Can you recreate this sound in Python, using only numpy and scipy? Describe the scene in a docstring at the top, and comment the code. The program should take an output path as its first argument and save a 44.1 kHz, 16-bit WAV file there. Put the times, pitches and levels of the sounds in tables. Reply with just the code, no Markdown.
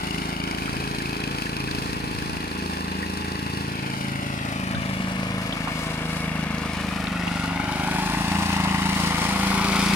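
"""A walk-behind power trowel smooths a concrete slab beside a building, in a light breeze.
At first it is 8 m off to the left: each cycle of its one-cylinder four-stroke gives an exhaust beat, a
rasp of gas, an intake gulp and valve clatter, while walls echo, blades scrape and stones tick.
From 4 s the microphones turn to face it; a thud falls at 5 s, and the blades ring more strongly.
Near 7.4 s the engine sags under load, then overshoots; the machine ends close by, its piston knocking."""
import sys
import numpy as np
from scipy import signal
from scipy.fft import rfft, irfft, next_fast_len
from scipy.io import wavfile
from scipy.ndimage import uniform_filter1d

SR = 44100
rng = np.random.default_rng(int(sys.argv[2]) if len(sys.argv) > 2 else 0)


def waveform_to_disk(signal):
    """Save audio, clipped to [-1, 1], as 16-bit WAV at the path in sys.argv[1]."""
    frames = np.transpose(np.atleast_2d(signal))
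    scaled = np.clip(frames, -1, 1) * 32767
    samples = np.round(scaled).astype(np.int16)
    wavfile.write(sys.argv[1], SR, samples)


N = 438794
T = np.arange(N) / SR

# governed firing rate, with one sag under load: t/s, f/Hz
FIRING_RATE = [(0.0, 27.21), (0.95, 27.53), (3.07, 27.32), (3.59, 27.58), (5.26, 26.66), (6.12, 26.78),
               (6.99, 25.99), (7.44, 24.41), (8.45, 28.51), (8.6, 27.5), (9.95, 28.02)]
# reflection from a surface near the microphones: t/s, lag/ms
REFLECTION_LAG = [(0, 1.43), (.7, 1.245), (3.55, 1.12), (4.85, 1.74), (6.6, 1.783), (8.2, 1.12),
                  (9.95, 0.84)]


def undb(db):
    """Amplitude ratio of a level in decibels."""
    return 10 ** (np.asarray(db) / 20)


def unit(x):
    """Normalisation to rms 1."""
    return x / np.sqrt(np.mean(x ** 2))


def curves(rows):
    """Linear interpolation of a table's columns in time."""
    times, *columns = np.transpose(rows)
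    return [np.interp(T, times, column) for column in columns]


def spell(start, end):
    """Trapezoidal time window with 0.25 s edges."""
    return np.clip(np.minimum(T - start, end - T) / .25 + .5, 0, 1)


def wander(rate_hz):
    """Smooth random modulation with a spread near 1."""
    size = int(SR / rate_hz)
    steps = np.repeat(rng.standard_normal(N // size + 1), size)
    return np.sqrt(3 / 2) * uniform_filter1d(steps, size)[:N]


def colour(x, spectrum):
    """Zero-phase filtering by a spectrum of f/Hz, level/dB points."""
    hz, db = np.transpose(spectrum)
    size = next_fast_len(N + 8192, real=True)
    f = np.maximum(np.fft.rfftfreq(size, 1 / SR), 1)
    gain = undb(np.interp(np.log(f), np.log(hz), db))
    return irfft(rfft(np.float32(x), size) * np.float32(gain), size)[..., :N]


def ring(x, hz, width_hz):
    """Second-order resonance, gain 1 at its centre."""
    return signal.lfilter(*signal.iirpeak(hz, hz / width_hz, fs=SR), x)


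def delay(x, ms):
    """Propagation delay, fixed or varying."""
    return np.interp(T - ms / 1000, T, x)


def strokes(cycle, scatter_db):
    """Impulse train: one pulse of uneven strength per cycle."""
    at = np.flatnonzero(np.diff(np.floor(cycle)) > 0)
    pulses = np.zeros(N)
    pulses[at] = undb(scatter_db * rng.standard_normal(len(at)))
    return pulses


def fade(pulses, decay_s):
    """Damping: each pulse decays exponentially."""
    return signal.lfilter([1], [1, -np.exp(-1 / (decay_s * SR))], pulses)


def rattle(cycle, power, repeat, grain_db):
    """Cyclostationary noise: dense impacts on three paths; the share `repeat` recurs each cycle."""
    size = int(SR / FIRING_RATE[0][1])
    position = (cycle % 1 * size).astype(int) % size
    first, second = rng.standard_normal((2, 3, size))[:, :, position]
    drift = 2 * np.pi * T / 7
    locked = first * np.cos(drift) + second * np.sin(drift)
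    loose = rng.standard_normal((3, N))
    envelope = np.sqrt(power) * undb(grain_db * wander(450))
    return (np.sqrt(repeat) * locked + np.sqrt(1 - repeat) * loose) * envelope


def directivity(x, side, front, facing):
    """Directivity: the spectrum passes from side to front as the microphones face the machine."""
    return unit(colour(x, side)) * (1 - facing) + unit(colour(x, front)) * facing


def hollow(x, depth=.4, width_hz=104):
    """Destructive interference: the near reflection cuts a band that rises as its lag shortens."""
    lag_s = curves(REFLECTION_LAG)[0] / 1000
    hz = np.minimum(.717 / lag_s, 450)
    phasor = np.exp(2j * np.pi * np.cumsum(hz) / SR)
    pole = np.exp(-np.pi * width_hz / SR)
    band = 2 * np.real(phasor * signal.lfilter([1 - pole], [1, -pole], x / phasor))
    return x - depth * band


def stereo(paths, lead_ms, pan_db, diffuse_db, bounce_db):
    """Time and level differences place a direct path amid two diffuse ones; a reflection combs all."""
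    direct = np.array([delay(paths[0], -lead_ms / 2), delay(paths[0], lead_ms / 2)])
    pair = direct + undb(diffuse_db) * paths[1:]
    lag_ms, = curves(REFLECTION_LAG)
    pair = np.array([channel + undb(bounce_db) * delay(channel, lag_ms) for channel in pair])
    pair = pair * undb(np.array([pan_db, -pan_db]) / 2)
    return pair / pair.mean(0).std()


def breeze():
    """Turbulence at the microphones: a low rumble that swells in puffs."""
    # puffs of wind: t/s, half-width/s, level/dB
    gusts = [(0.794, 0.21, -44), (1.798, 0.26, -46), (2.24, 0.18, -40), (4.773, 0.035, -29)]
    calm = undb(-52 + 3 * wander(3))
    force = calm + sum(undb(db) * np.exp(-((T - s) / width) ** 2) for s, width, db in gusts)
    air = rng.standard_normal(N) + 2.1 * rng.standard_normal((2, N))
    spectrum = [(15, -34), (40, -23), (70, 14), (110, 10), (200, -36), (500, -18), (2000, -79)]
    return force * unit(colour(air, spectrum))


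def bump(at_s=5, peak_db=-21, hz=137, width_hz=92):
    """Impulse response of a low, damped resonance: one dull thud."""
    push = np.zeros(N)
    push[int(at_s * SR)] = -1
    thud = ring(ring(push, hz, width_hz), hz, 3 * width_hz)
    return undb(peak_db) * thud / np.abs(thud).max()


def grit():
    """Impact excitation: now and then a stone ticks against a blade."""
    # stone strikes: t/s, peak level/dB, f/Hz, nominal bandwidth/Hz, decay/s
    strikes = [(0.678, -21, 1410, 200, 0.0023), (1.002, -25, 1660, 160, .007),
               (1.2, -31, 1670, 160, 0.0062), (1.464, -21.5, 1700, 200, 0.0051),
               (1.678, -26, 1610, 130, 0.01), (1.711, -19, 4300, 800, 0.0037),
               (1.893, -31, 1770, 252, .007), (3.025, -22, 1880, 170, .01), (3.355, -23, 1820, 200, .007),
               (4.746, -27, 1580, 200, .007), (4.748, -25, 3560, 500, .008), (4.77, -23, 1650, 400, 0.0065),
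               (5.524, -18, 3320, 340, 0.0068), (5.672, -17.5, 1080, 300, 0.013),
               (7.07, -17.5, 2530, 500, 0.0028), (7.07, -17.5, 3630, 800, 0.003),
               (7.269, -18, 805, 250, 0.0045), (7.278, -19, 2680, 500, 0.0059),
               (7.507, -21, 840, 200, 0.0039), (7.596, -18.5, 1380, 300, .007),
               (8.692, -18, 2800, 400, .004)]
    out = np.zeros((2, N))
    t = T[:SR // 8]
    for s, db, hz, width_hz, decay_s in strikes:
        burst = rng.standard_normal((2, len(t))) * np.exp(-t / decay_s)
        tick = ring(ring(burst, hz, 1.5 * width_hz), hz, 1.5 * width_hz)
        start = int(s * SR)
        out[:, start:start + len(t)] += undb(db) * tick / np.abs(tick).max()
    return out


def blade_ring(lead_ms, hz=2195, width_hz=55):
    """Friction on the concrete keeps one narrow mode of the steel blades ringing."""
    # strength of the ring: t/s, level/dB
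    level = [(0, -60), (4.6, -58), (5.2, -47), (6.3, -44), (6.9, -48), (8.3, -53), (9.3, -49), (9.95, -47)]
    mode = ring(ring(rng.standard_normal((3, N)), hz, width_hz), hz, 4 * width_hz)
    pair = stereo(mode, lead_ms, pan_db=np.full(N, 4.5), diffuse_db=-1.2, bounce_db=-23)
    return pair * undb(curves(level)[0])


def overtones(cycle):
    """Phase locking: high harmonics of the firing rate swell and fade as machine and listener move."""
    # harmonics clear of the rattle: start t/s, end t/s, harmonic number, level/dB
    harmonics = [(-0.3, 3.9, 13, -49), (-0.3, 3.7, 15, -50), (0.6, 4.0, 17, -53), (1.2, 3.4, 18, -54),
                 (2.0, 4.7, 31, -53.5), (4.0, 5.6, 21, -51.5), (4.4, 6.6, 25, -52), (4.9, 7.0, 18, -50),
                 (7.4, 8.2, 14, -45), (7.3, 8.1, 33, -45), (8.0, 9.4, 31, -44), (9.0, 10.2, 18, -45.5),
                 (9.1, 9.8, 25, -46), (9.4, 10.2, 14, -42)]
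    out = np.zeros((2, N))
    air_phase = .2 * np.array([wander(5), wander(5)])
    crank_phase = 2 * np.pi * cycle + .016 * wander(12)
    for start, end, number, db in harmonics:
        window = spell(start, end)
        at = window > 0
        amplitude = np.sqrt(2) * undb(db + 2.2 * wander(8)[at]) * window[at]
        out[:, at] += amplitude * np.cos(number * crank_phase[at] + air_phase[:, at])
    return out


def piston_knock(cycle, lead_ms):
    """Impact excitation: two uneven piston knocks per cycle ring the crankcase."""
    # knocks: phase after the exhaust beat/cycles, relative level/dB
    knocks = [(0.935, -2), (0.245, -1.5)]
    # crankcase modes: f/Hz, bandwidth/Hz, relative level/dB
    modes = [(890, 104, -0.5), (1040, 130, -4)]
    # strength of the knocking: t/s, level/dB
    level = [(0, -44), (1, -64), (4, -56), (7.0, -46), (7.5, -40), (8.4, -37.5), (9.2, -37.5), (9.95, -40)]
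    jittered = cycle + .002 * wander(60)
    hits = sum(undb(db) * strokes(jittered - phase, scatter_db=1.6) for phase, db in knocks)
    chatter = undb(-20) * np.sqrt(fade(hits ** 2, .0016)) * rng.standard_normal((3, N))
    chatter[0] += hits
    case = sum(undb(db) * ring(ring(chatter, hz, width), hz, 5 * width) for hz, width, db in modes)
    pair = stereo(case, lead_ms, pan_db=np.full(N, 2.5), diffuse_db=-2, bounce_db=-13)
    return pair * undb(curves(level)[0])


def valve_blows(cycle):
    """Decaying impact power that the valves feed to block, covers and hiss."""
    # blows: phase after the exhaust beat/cycles, decay/s, relative level/dB in block, covers, hiss
    blows = [(0.89, 0.004, -15, -1, -1), (0.0046, 0.0049, -18, 2, 2.5), (0.31, 0.0059, -7, 1, -12)]
    pulses = [fade(strokes(cycle - phase, scatter_db=2.2), decay_s) for phase, decay_s, *_ in blows]
    return undb(np.array(blows)[:, 2:].T) ** 2 @ np.array(pulses)


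def scrape_hiss(cycle, blows, facing):
    """Friction noise of blades on uneven grit, with the valve blows on top."""
    # hiss from the side: f/Hz, relative level/dB
    side = [(2200, -53), (3500, -5.5), (4150, -1.5), (4800, 0.5), (6200, -11.5), (8000, -12.5),
            (9200, -10.5), (10500, -13), (12500, -16), (15500, -26)]
    # from the front: f/Hz, relative level/dB
    front = [(2200, -6), (3400, -2), (4100, -0.5), (5000, -1), (6200, -6.5), (8000, -8.5), (9200, -5.5),
             (10500, -9.5), (12500, -16.5), (15500, -19)]
    noise = rattle(cycle, 1.2 + blows, repeat=.014, grain_db=1.58) * undb(1.18 * wander(8.7))
    return directivity(noise, side, front, facing)


def cover_clatter(cycle, blows, facing):
    """Forced vibration: valve blows rattle the sheet-metal covers."""
    # covers from the side: f/Hz, relative level/dB
    side = [(900, -27), (1400, -1), (1700, -3.5), (2050, 0), (2450, -1.5), (2750, 0), (2950, 0),
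            (3400, -8.5), (3900, -12), (7000, -70)]
    # from the front: f/Hz, relative level/dB
    front = [(900, -51), (1400, -1), (1700, 5), (1900, 6), (2250, 6.5), (2700, 5), (3200, -2), (3800, -6),
             (7000, -67)]
    return directivity(rattle(cycle, .93 + blows, repeat=.08, grain_db=1.7), side, front, facing)


def block_rattle(cycle, blows, facing):
    """Structure-borne sound: the cast block rattles and drives the guard ring's modes."""
    # block from the side: f/Hz, relative level/dB
    side = [(200, 3), (450, 6), (650, -5.5), (850, 1), (1100, 10), (1300, -1), (1550, -25), (2000, -34),
            (4000, -60)]
    # from the front: f/Hz, relative level/dB
    front = [(200, -8.5), (400, -1), (520, -6.5), (700, -2.5), (850, 0), (1100, -1.5), (1350, 0), (1470, 2),
             (1650, -17), (2000, -52), (4000, -63)]
    # guard ring modes: f/Hz, bandwidth/Hz, relative level/dB
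    modes = [(374.5, 5.5, 0.5), (482, 24, -5.5), (587, 21, -4), (647, 9.9, -4), (860, 22, -6.5)]
    block = rattle(cycle, 1.2 + blows * facing, repeat=.12, grain_db=2.5)
    guard = sum(undb(db) * ring(block, hz, width) for hz, width, db in modes)
    radiation = signal.butter(2, 124, "high", fs=SR, output="sos")  # too small to radiate deep bass
    return hollow(directivity(signal.sosfilt(radiation, block + guard), side, front, facing))


def gas_rasp(cycle, off_beam_db=-14.5):
    """Jet noise: as the exhaust valve opens, a burst of gas rings the silencer's shell."""
    # shell modes, each beamed at the listener for a time:
    # f/Hz, bandwidth/Hz, relative level/dB, start t/s, end t/s
    modes = [(1690, 130, 2.5, 1.0, 3.8), (2230, 130, 8.5, 0.32, 0.72), (2516, 130, 6.5, 0.53, 1.82),
             (2640, 97, 9, 1.2, 1.5), (2850, 180, 8, -0.3, 0.61), (4070, 110, 1.5, 0.72, 3.9),
             (4630, 310, -2, 0.047, 0.67), (4230, 800, -18, -0.3, 3.8), (9450, 1100, -11.5, -0.3, 12)]
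    puffs = strokes(cycle + .008, scatter_db=4)
    jet = np.sqrt(fade(puffs, .00088)) * rng.standard_normal((3, N))
    shell = sum(undb(db + off_beam_db * (1 - spell(start, end))) * ring(jet, hz, width)
                for hz, width, db, start, end in modes)
    return signal.sosfilt(signal.butter(2, [1400, 10500], "band", fs=SR, output="sos"), shell)


def machinery(cycle, nearness, facing, lead_ms):
    """Incoherent sources add in power: block, covers, hiss and gas, all louder as they near."""
    block_blows, cover_blows, hiss_blows = valve_blows(cycle)
    block = block_rattle(cycle, block_blows, facing)
    covers = cover_clatter(cycle, cover_blows, facing)
    hiss = scrape_hiss(cycle, hiss_blows, facing)
    pan_db = -.93 + 4 * facing
    block = stereo(block, lead_ms, .5 * pan_db, diffuse_db=-6, bounce_db=-18.5 + 10 * facing)
    covers = stereo(covers, lead_ms, 2.24 * pan_db, diffuse_db=1, bounce_db=-8.5)
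    hiss = stereo(hiss, lead_ms, pan_db, diffuse_db=1.5, bounce_db=-21)
    gas = stereo(gas_rasp(cycle), lead_ms, 3.4 * pan_db, diffuse_db=-2, bounce_db=-11)
    block_gain = undb(-37.5 + 5.6 * nearness)
    cover_gain = undb(-37.5 + 5.4 * nearness)
    hiss_gain = undb(-42 + 10.34 * nearness - .76 * facing)
    gas_weight = .35 * (1 - facing) + .025 * facing
    gas_gain = np.sqrt(gas_weight) * undb(-3) * np.hypot(cover_gain, hiss_gain)
    treble = np.sqrt(1 - gas_weight) * (covers * cover_gain + hiss * hiss_gain)
    return block * block_gain + treble + gas * gas_gain


def frame_shake(cycle):
    """Rotating unbalance: the crank rocks the frame at two and three times the firing rate."""
    # frame vibration: t/s, relative level/dB of harmonic 2, of harmonic 3
    levels = [(0.0, -50, -36.5), (0.99, -51, -41), (3.24, -53, -33.5), (3.85, -60, -36), (5.3, -51, -40.5),
              (7.92, -52, -32.5), (8.12, -43, -41), (8.37, -54, -28.5), (9.95, -47, -38)]
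    second_db, third_db = curves(levels)
    phase = 2 * np.pi * cycle
    second = undb(second_db + 7.5) * np.cos(2 * phase)
    third = undb(third_db - 4.5) * np.cos(3 * phase)
    return np.sqrt(2) * (second + third)


def standing_waves(x, cycle):
    """Standing waves between the walls swell or cancel single harmonics for a moving listener."""
    # nodes and antinodes passed: start t/s, end t/s, harmonic number, level change/dB
    passages = [(-0.3, 0.39, 6, 7), (0.1, 2.5, 8, -1.5), (0.2, 2.3, 4, 4), (0.6, 2.25, 5, 6),
                (2.35, 3.25, 4, -4), (2.35, 3.2, 5, -5), (2.45, 3.31, 7, 4), (2.45, 3.7, 3, 1),
                (3.25, 4.36, 5, 9.5), (4.4, 5.5, 5, 5.5), (3.35, 3.9, 8, -18), (3.75, 4.1, 3, -13),
                (3.75, 4.12, 7, 6.5), (3.75, 5.7, 6, -7), (3.85, 5.6, 8, 0.5), (3.4, 5.55, 4, 7),
                (4.55, 5.5, 7, 6), (4.55, 8.2, 9, 3), (5.05, 5.6, 3, -6), (5.5, 6.6, 6, 7),
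                (6.15, 7.0, 3, 2.5), (6.15, 7.66, 7, 7.5), (7.8, 8.2, 7, 6.5), (6.3, 7.7, 8, 5.5),
                (7.1, 8.3, 3, -0.5), (7.15, 7.85, 4, 9.5), (7.3, 8.4, 11, 5), (7.7, 9.3, 6, 7.5),
                (8.25, 9.05, 7, 9.5), (9.3, 10.2, 7, 9.5), (9.5, 12, 6, 5.5)]
    out = x.copy()
    two_cycles = int(2 * SR / FIRING_RATE[0][1])
    for start, end, number, db in passages:
        window = spell(start, end)
        at = window > 0
        phasor = np.exp(2j * np.pi * number * cycle[at])
        harmonic = 2 * np.real(phasor * uniform_filter1d(x[at] / phasor, two_cycles))
        out[at] += (undb(db) - 1) * window[at] * harmonic
    return out


def exhaust(cycle, nearness, facing):
    """Pulsating flow: exhaust beat and intake suction, filtered by the silencer, echo off a wall."""
    # silencer from the side: f/Hz, relative level/dB
    side = [(50, -49), (85, -46), (110, -11), (140, -1), (220, 2.5), (290, 2), (420, -6), (520, -26.5),
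            (900, -59), (2000, -80)]
    # from the front: f/Hz, relative level/dB
    front = [(50, -13.5), (85, -11.5), (110, 3.5), (140, 2), (190, 4.5), (220, 4), (245, 8), (280, 3.5),
             (330, -2), (420, -15), (560, -19), (850, -14), (2000, -92)]
    # echo from the building: t/s, lag/ms
    echo_lag = [(0, 21.5), (2.3, 23), (3.2, 27), (4.2, 22), (5.2, 21.7), (6.2, 25), (8.4, 21.8)]
    beat = strokes(cycle, scatter_db=.5)
    gulp = strokes(cycle - .225, scatter_db=.8) * undb(-9 - 3 * facing + 3.5 * nearness)
    flutter = undb(-41) * rng.standard_normal(N)
    pipe = hollow(directivity(beat - gulp + flutter, side, front, facing))
    pipe = pipe - 1.62 * ring(pipe, 341, 36)  # a chamber holds back part of each beat and rings on
    pipe = pipe + undb(-14.5) * facing * delay(pipe, curves(REFLECTION_LAG)[0])
    echo = undb(-11.5 - 8 * nearness) * delay(pipe, curves(echo_lag)[0])
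    return unit(pipe + echo) * undb(-32.5 + nearness + 2.32 * facing)


def scene():
    """Superposition: one crank times the engine; bearing and distance set level, colour and stereo."""
    # the machine's path: t/s, bearing to the left/degrees, distance/m
    path = [(0, 61.5, 7.9), (1.3, 69.5, 7.6), (3.4, 70, 8.4), (4.2, 55.5, 8.35), (5.3, 23, 8.65),
            (7.1, -1, 8), (8.4, -15, 5.13), (9.2, -14, 4.38), (9.95, -2.5, 3.44)]
    cycle = .033 + np.cumsum(curves(FIRING_RATE)[0]) / SR
    cycle = cycle + .002 * wander(20)  # no two turns take quite the same time
    degrees, distance_m = curves(path)
    nearness = np.log2(8 / distance_m)  # halvings of distance from 8 m
    facing = np.clip(1.25 * np.cos(np.radians(degrees)), 0, 1)
    lead_ms = .49 * np.sin(np.radians(degrees))
    drone = standing_waves(exhaust(cycle, nearness, facing) + frame_shake(cycle), cycle)
    left = undb(-1.3) * delay(drone, -.35 * lead_ms)
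    right = undb(-1.8) * delay(drone, .36 * lead_ms)
    side_wall = undb(-24) * delay(left, 13.9)
    engine = np.array([left + side_wall, right - side_wall])
    engine += machinery(cycle, nearness, facing, lead_ms)
    engine += piston_knock(cycle, lead_ms) + overtones(cycle)
    return engine + blade_ring(lead_ms) + grit() + bump() + breeze()


def record(dry, top_hz=15750):
    """Band limiting: a steep low-pass removes the highest treble."""
    return signal.sosfilt(signal.ellip(10, .2, 80, top_hz, fs=SR, output="sos"), dry)


dry = scene()
out = record(dry)
waveform_to_disk(out)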